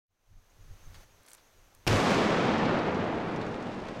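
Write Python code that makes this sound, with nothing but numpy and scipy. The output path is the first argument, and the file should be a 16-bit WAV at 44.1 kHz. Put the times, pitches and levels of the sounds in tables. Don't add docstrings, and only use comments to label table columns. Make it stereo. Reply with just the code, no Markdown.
import sys
import numpy as np
from scipy import signal
from scipy.fft import rfft, irfft
from scipy.io import wavfile
from scipy.ndimage import uniform_filter1d

SR = 44100
rng = np.random.default_rng(int(sys.argv[2]) if len(sys.argv) > 2 else 0)


def master(y):
    cut = np.clip(np.atleast_2d(y).T, -1, 1)
    pcm = np.round(cut * 32767)
    wavfile.write(sys.argv[1], SR, pcm.astype(np.int16))


N = 176400
T = np.arange(N) / SR
HZ = np.maximum(np.arange(N // 2 + 1) * SR / N, 1)
BLAST_S = 1.868

# [f/Hz, left-right likeness 0..1]
LIKENESS = [(40, 0.99), (100, 0.99), (200, 0.92), (500, 0.65), (1500, 0.73), (4000, 0.88), (8000, 0.89),
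            (12000, 0.95)]
# [f/Hz, left minus right/dB]
BALANCE_DB = [(60, 2.5), (130, -0.5), (300, 3), (600, 3.5), (1500, 1.5), (4000, -0.5), (12000, 0.5)]
# [f/Hz, left-right likeness 0..1]
RUSTLE_LIKENESS = [(60, 0.85), (240, 0.55), (950, 0.8), (3770, 0.91), (15000, 0.77)]
# [f/Hz, left minus right/dB]
NEAR_BALANCE_DB = [(60, -1), (240, 0.5), (950, 0), (3770, 0.5), (15000, 1)]


def from_db(db):
    return 10 ** (np.asarray(db) / 20)


def rms_one(x):
    return x / np.sqrt(np.mean(x ** 2) + 1e-20)


def level(rows):
    return from_db(np.interp(T, *np.transpose(rows)))


def at_hz(points):
    hz, value = np.transpose(points)
    return np.interp(np.log(HZ), np.log(hz), value)


def hiss():
    return rng.standard_normal(N)


def clicks(per_s, spread_db):
    size_db = spread_db * np.minimum(rng.exponential(1, N), 4)
    sizes = from_db(size_db) * rng.choice([-1, 1], N)
    return rms_one(sizes * (rng.random(N) < per_s / SR))


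def bursts(rows):
    return sum(from_db(db) * (T >= s) * np.exp(-np.abs(T - s) / decay) for s, db, decay in rows)


def outdoors(mid, side, colour, likeness=LIKENESS, balance_db=BALANCE_DB):
    alike = np.clip(at_hz(likeness), 0, .995)
    sign = np.array([[1], [-1]])
    pair = np.sqrt((1 + alike) / 2) * rfft(mid) + sign * np.sqrt((1 - alike) / 2) * rfft(side)
    tone = rms_one(from_db(at_hz(colour)))
    balance = from_db(sign * at_hz(balance_db) / 2)
    return irfft(pair * tone * balance, N)


def shocks():
    # [t/s, peak/dB, length of the push/s]
    fronts = [(1.8673, -13, 0.00039), (1.8714, -19, 0.00046), (1.9095, -30, 0.00086),
              (2.0944, -20, 0.00018), (2.107, -15, 0.00018), (2.146, -19, 0.00018)]
    pressure = np.zeros(N)
    for s, db, push in fronts:
        age = np.maximum(T - s, 0)
        pressure -= from_db(db) * (T >= s) * (1 - age / push) * np.exp(-age / push)
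    return signal.sosfilt(signal.butter(1, 6240, fs=SR, output="sos"), pressure)


def cracks():
    # [t/s, peak/dB, decay/s]
    volley = [(1.8714, -22, .0009), (1.875, -20, .0016), (1.8772, -16.5, 0.0017), (1.8812, -25, 0.001),
              (1.9295, -24, .0013)]
    # [f/Hz, relative density/dB]
    crack_colour = [(500, 2), (1700, -2), (2700, 6.5), (4000, -6), (5600, 1.5), (7000, -14), (11500, -12.5),
                    (15500, -27)]
    tearing = bursts(volley)
    return outdoors(tearing * hiss(), tearing * hiss(), crack_colour)


def boom():
    # [f/Hz, width/Hz, level/dB]
    resonances = [(36.82, 11, -40), (108, 39, -27.5)]
    attack_s, hold_s, fall_db_per_s = 0.0022, 0.099, 380
    age, out = T - BLAST_S, 0
    for hz, width_hz, db in resonances:
        passband = 1 / (1 + (2 * (HZ - hz) / width_hz) ** 4)
        band = signal.hilbert(irfft(rfft(hiss()) * passband, N))
        tone = np.cos(np.angle(band))
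        out = out + from_db(db) * rms_one(tone)
    attack = np.clip(age / attack_s, 0, 1)
    return out * attack * from_db(-fall_db_per_s * np.maximum(age - hold_s, 0))


def forest_roll():
    # [t/s, level/dB]
    roll = [(1.87, -25), (2.05, -24), (2.11, -22), (2.34, -24), (2.53, -23), (2.575, -25), (2.61, -23.5),
            (2.785, -24), (2.81, -26.5), (2.88, -24.5), (2.93, -27.5), (3.04, -26.5), (3.17, -28.5),
            (3.21, -29), (3.42, -30), (3.47, -31), (3.6, -32.5), (4.0, -36)]
    # [f/Hz, relative density/dB]
    echo_colour = [(20, -18), (38, -16), (58, -32), (80, -11), (108, -4), (135, -6), (205, 1.5),
                   (300, -1.5), (500, -2), (1000, -7), (2000, -12), (4000, -18.3), (7000, -24.5),
                   (10000, -34.5), (12000, -36), (15500, -49)]
    echoes_per_s, echo_spread_db, diffuse_db = 2500, 3, 1
    attack_s, widen_s = 0.0099, 0.061
    air_db_per_s, air_power = 2.5, 1.164
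    age = np.maximum(T - BLAST_S, 0)
    mid, side = [rms_one(clicks(echoes_per_s, echo_spread_db) + from_db(diffuse_db) * hiss())
                 for _ in range(2)]
    widening = 1 - np.exp(-age / widen_s)
    spectrum = rfft(outdoors(mid, side * widening, echo_colour))
    centres, out = np.geomspace(250, 16000, 16), 0
    for hz, pick in zip(centres, np.eye(len(centres))):
        band = irfft(spectrum * np.interp(HZ, centres, pick), N)
        out = out + band * from_db(-air_db_per_s * age * (hz / 1000) ** air_power)
    return out * level(roll) * np.sqrt(np.clip(age / attack_s, 0, 1))


def rumble():
    # [f/Hz, relative density/dB]
    rumble_colour = [(18, -10), (36, -11), (58, -30), (80, -14), (108, 3.5), (135, 0), (190, 10.5),
                     (300, -13), (700, -38), (3000, -88)]
    start_db, fall_db_per_s, rise_s = -43.5, 5, 0.33
    age = np.maximum(T - BLAST_S, 0)
    envelope = from_db(start_db - fall_db_per_s * age) * np.minimum(age / rise_s, 1)
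    return envelope * outdoors(hiss(), hiss(), rumble_colour)


def falling_stones():
    # [t/s, envelope peak/dB, decay/s, knock centre f/Hz]
    stones = [(2.58, -39, 0.0092, 5200), (2.654, -38, .008, 5200), (2.788, -36.5, 0.007, 4200),
              (2.945, -43, 0.0082, 5500), (3.042, -49, .01, 6000), (3.361, -41, 0.0065, 5230),
              (3.4138, -38.5, 0.0095, 3800), (3.464, -48, 0.0089, 6000), (3.543, -38.5, .004, 3200),
              (3.625, -48, 0.0057, 6300), (3.667, -43, 0.015, 2400), (3.796, -47, 0.0039, 1100),
              (3.872, -45, 0.0062, 3300), (3.8854, -36.5, 0.0078, 2010)]
    # [f/Hz, relative density/dB]
    stone_colour = [(100, 12.5), (400, 8), (1200, 5), (2500, 2.5), (4500, -6), (7000, -15), (9000, -24),
                    (11500, -32.5), (14000, -51)]
    patter_db, patter_start_s, patter_rise_s = -46.5, 1.8, 0.59
    knock_db, knock_octaves = -9, 0.23
    patter = from_db(patter_db) * np.clip((T - patter_start_s) / patter_rise_s, 0, 1)
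    fragments = [rms_one(clicks(per_s=1300, spread_db=2) + hiss()) for _ in range(2)]
    landings, knocks = 0, 0
    for s, db, decay, hz in stones:
        contact = bursts([(s, db, decay)])
        edges_hz = [hz / 2 ** knock_octaves, hz * 2 ** knock_octaves]
        ring = signal.butter(2, edges_hz, "band", fs=SR, output="sos")
        landings = landings + contact
        knocks = knocks + contact * rms_one(signal.sosfilt(ring, hiss()))
    crunch = [landings * clicks(per_s=6000, spread_db=2.5) for _ in range(2)]
    stones_down = outdoors(*crunch, stone_colour) + from_db(knock_db) * knocks
    return patter * outdoors(*fragments, stone_colour) + stones_down


def rustle():
    # [t/s, envelope peak/dB, decay/s]
    ticks = [(1.232, -60, .003), (1.263, -54.5, 0.0047), (1.284, -45.5, 0.0018), (1.29, -54, 0.005),
             (1.2995, -53, .0015), (1.3055, -49, .002), (1.317, -51, .002), (1.3325, -42.5, 0.0026),
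             (1.3405, -56, 0.0066), (1.349, -49, 0.0023), (1.371, -57, .0012), (1.7491, -49.5, 0.002)]
    # [f/Hz, relative density/dB]
    tick_colour = [(200, -22), (1200, 3), (3000, -14), (8000, 6), (11500, 0.5), (15500, -9)]
    # [t/s, envelope peak/dB, decay/s]
    scuffs = [(.942, -52.5, 0.024), (1.252, -58, 0.003), (1.277, -57.5, 0.018), (1.314, -51.5, 0.0053),
              (1.342, -57, .012), (1.377, -59.5, 0.02)]
    # [f/Hz, relative density/dB]
    scuff_colour = [(200, -16), (800, -3.5), (1700, 4), (3000, -1.5), (4700, 0), (6500, -8), (15000, -20)]
    out = 0
    for rows, colour in (ticks, tick_colour), (scuffs, scuff_colour):
        mid, side = [bursts(rows) * clicks(per_s=9000, spread_db=1) for _ in range(2)]
        out = out + outdoors(mid, side, colour, RUSTLE_LIKENESS, NEAR_BALANCE_DB)
    return out


def insect():
    # [t/s at the middle, top pitch f/Hz, peak/dB]
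    chirps = [(.387, 6690, -78), (.46, 6330, -78), (.504, 6680, -75), (.618, 6690, -75), (.657, 6330, -76),
              (.728, 6660, -72), (.84, 6650, -69), (.857, 6330, -65), (.954, 6680, -69), (1.064, 6330, -76),
              (1.122, 6670, -73), (1.465, 6650, -73), (1.48, 6320, -73), (1.583, 6690, -71)]
    chirp_s, arch_hz = .045, 130
    waver_hz = 25 * rms_one(uniform_filter1d(hiss(), size=300))
    out = 0
    for s, top_hz, db in chirps:
        arch = np.minimum((2 * (T - s) / chirp_s) ** 2, 1)
        hz = top_hz - arch_hz * arch + waver_hz
        out = out + from_db(db) * (1 - arch) * np.sin(2 * np.pi * np.cumsum(hz) / SR)
    return out


def ambience():
    # [t/s, level/dB]
    hush_level = [(.1, -85), (.22, -76), (.3, -70.5), (.68, -62), (.92, -58.5), (1.035, -56.5),
                  (1.056, -63), (1.3, -61.5), (1.5, -63), (1.8, -63)]
    # [f/Hz, relative density/dB]
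    hush_colour = [(30, -6), (150, 0), (600, 1), (1200, -0.5), (2500, -5.5), (5300, -10.5), (6200, -4.5),
                   (7200, -13.5), (10000, -17), (13000, -15), (15500, -21)]
    # [f/Hz, left-right likeness 0..1]
    hush_likeness = [(60, 0.28), (150, 0.11), (380, 0.64), (950, 0.22), (2380, 0.22), (5980, 0.51),
                     (15000, 0.98)]
    # [t/s, level/dB]
    wind_level = [(.1, -77), (.24, -79), (.29, -60.5), (.36, -51.5), (.45, -67), (.51, -69), (.56, -57),
                  (.73, -45.5), (.785, -65), (.87, -46.5), (.98, -51), (1.05, -57), (1.09, -61.5),
                  (1.2, -59), (1.26, -80), (1.38, -70), (1.52, -66), (1.62, -59), (1.7, -70), (1.78, -58)]
    # [f/Hz, relative density/dB]
    wind_colour = [(15, 0), (33, 3), (58, -16.5), (92, -2), (135, -16.5), (220, -25.5), (600, -58),
                   (3000, -94)]
    drop_db, drop_s, fade_in_s = -15, .3, 0.11
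    hush = level(hush_level) * outdoors(hiss(), hiss(), hush_colour, hush_likeness, NEAR_BALANCE_DB)
    gusts = level(wind_level) * outdoors(hiss(), hiss(), wind_colour, RUSTLE_LIKENESS, NEAR_BALANCE_DB)
    drop = from_db(drop_db * np.clip((T - BLAST_S) / drop_s, 0, 1))
    fade_in = np.minimum(T / fade_in_s, 1) ** 6
    return (hush + gusts) * drop * fade_in


def scene():
    blast = shocks() + cracks() + boom()
    aftermath = forest_roll() + rumble() + falling_stones()
    return blast + aftermath + rustle() + insect() + ambience()


def record(dry):
    ceiling, cutoff_hz = 0.25, 15900
    rounded = ceiling * np.tanh(dry / ceiling)
    return signal.sosfilt(signal.ellip(10, .1, 80, cutoff_hz, fs=SR, output="sos"), rounded)


dry = scene()
out = record(dry)
master(out)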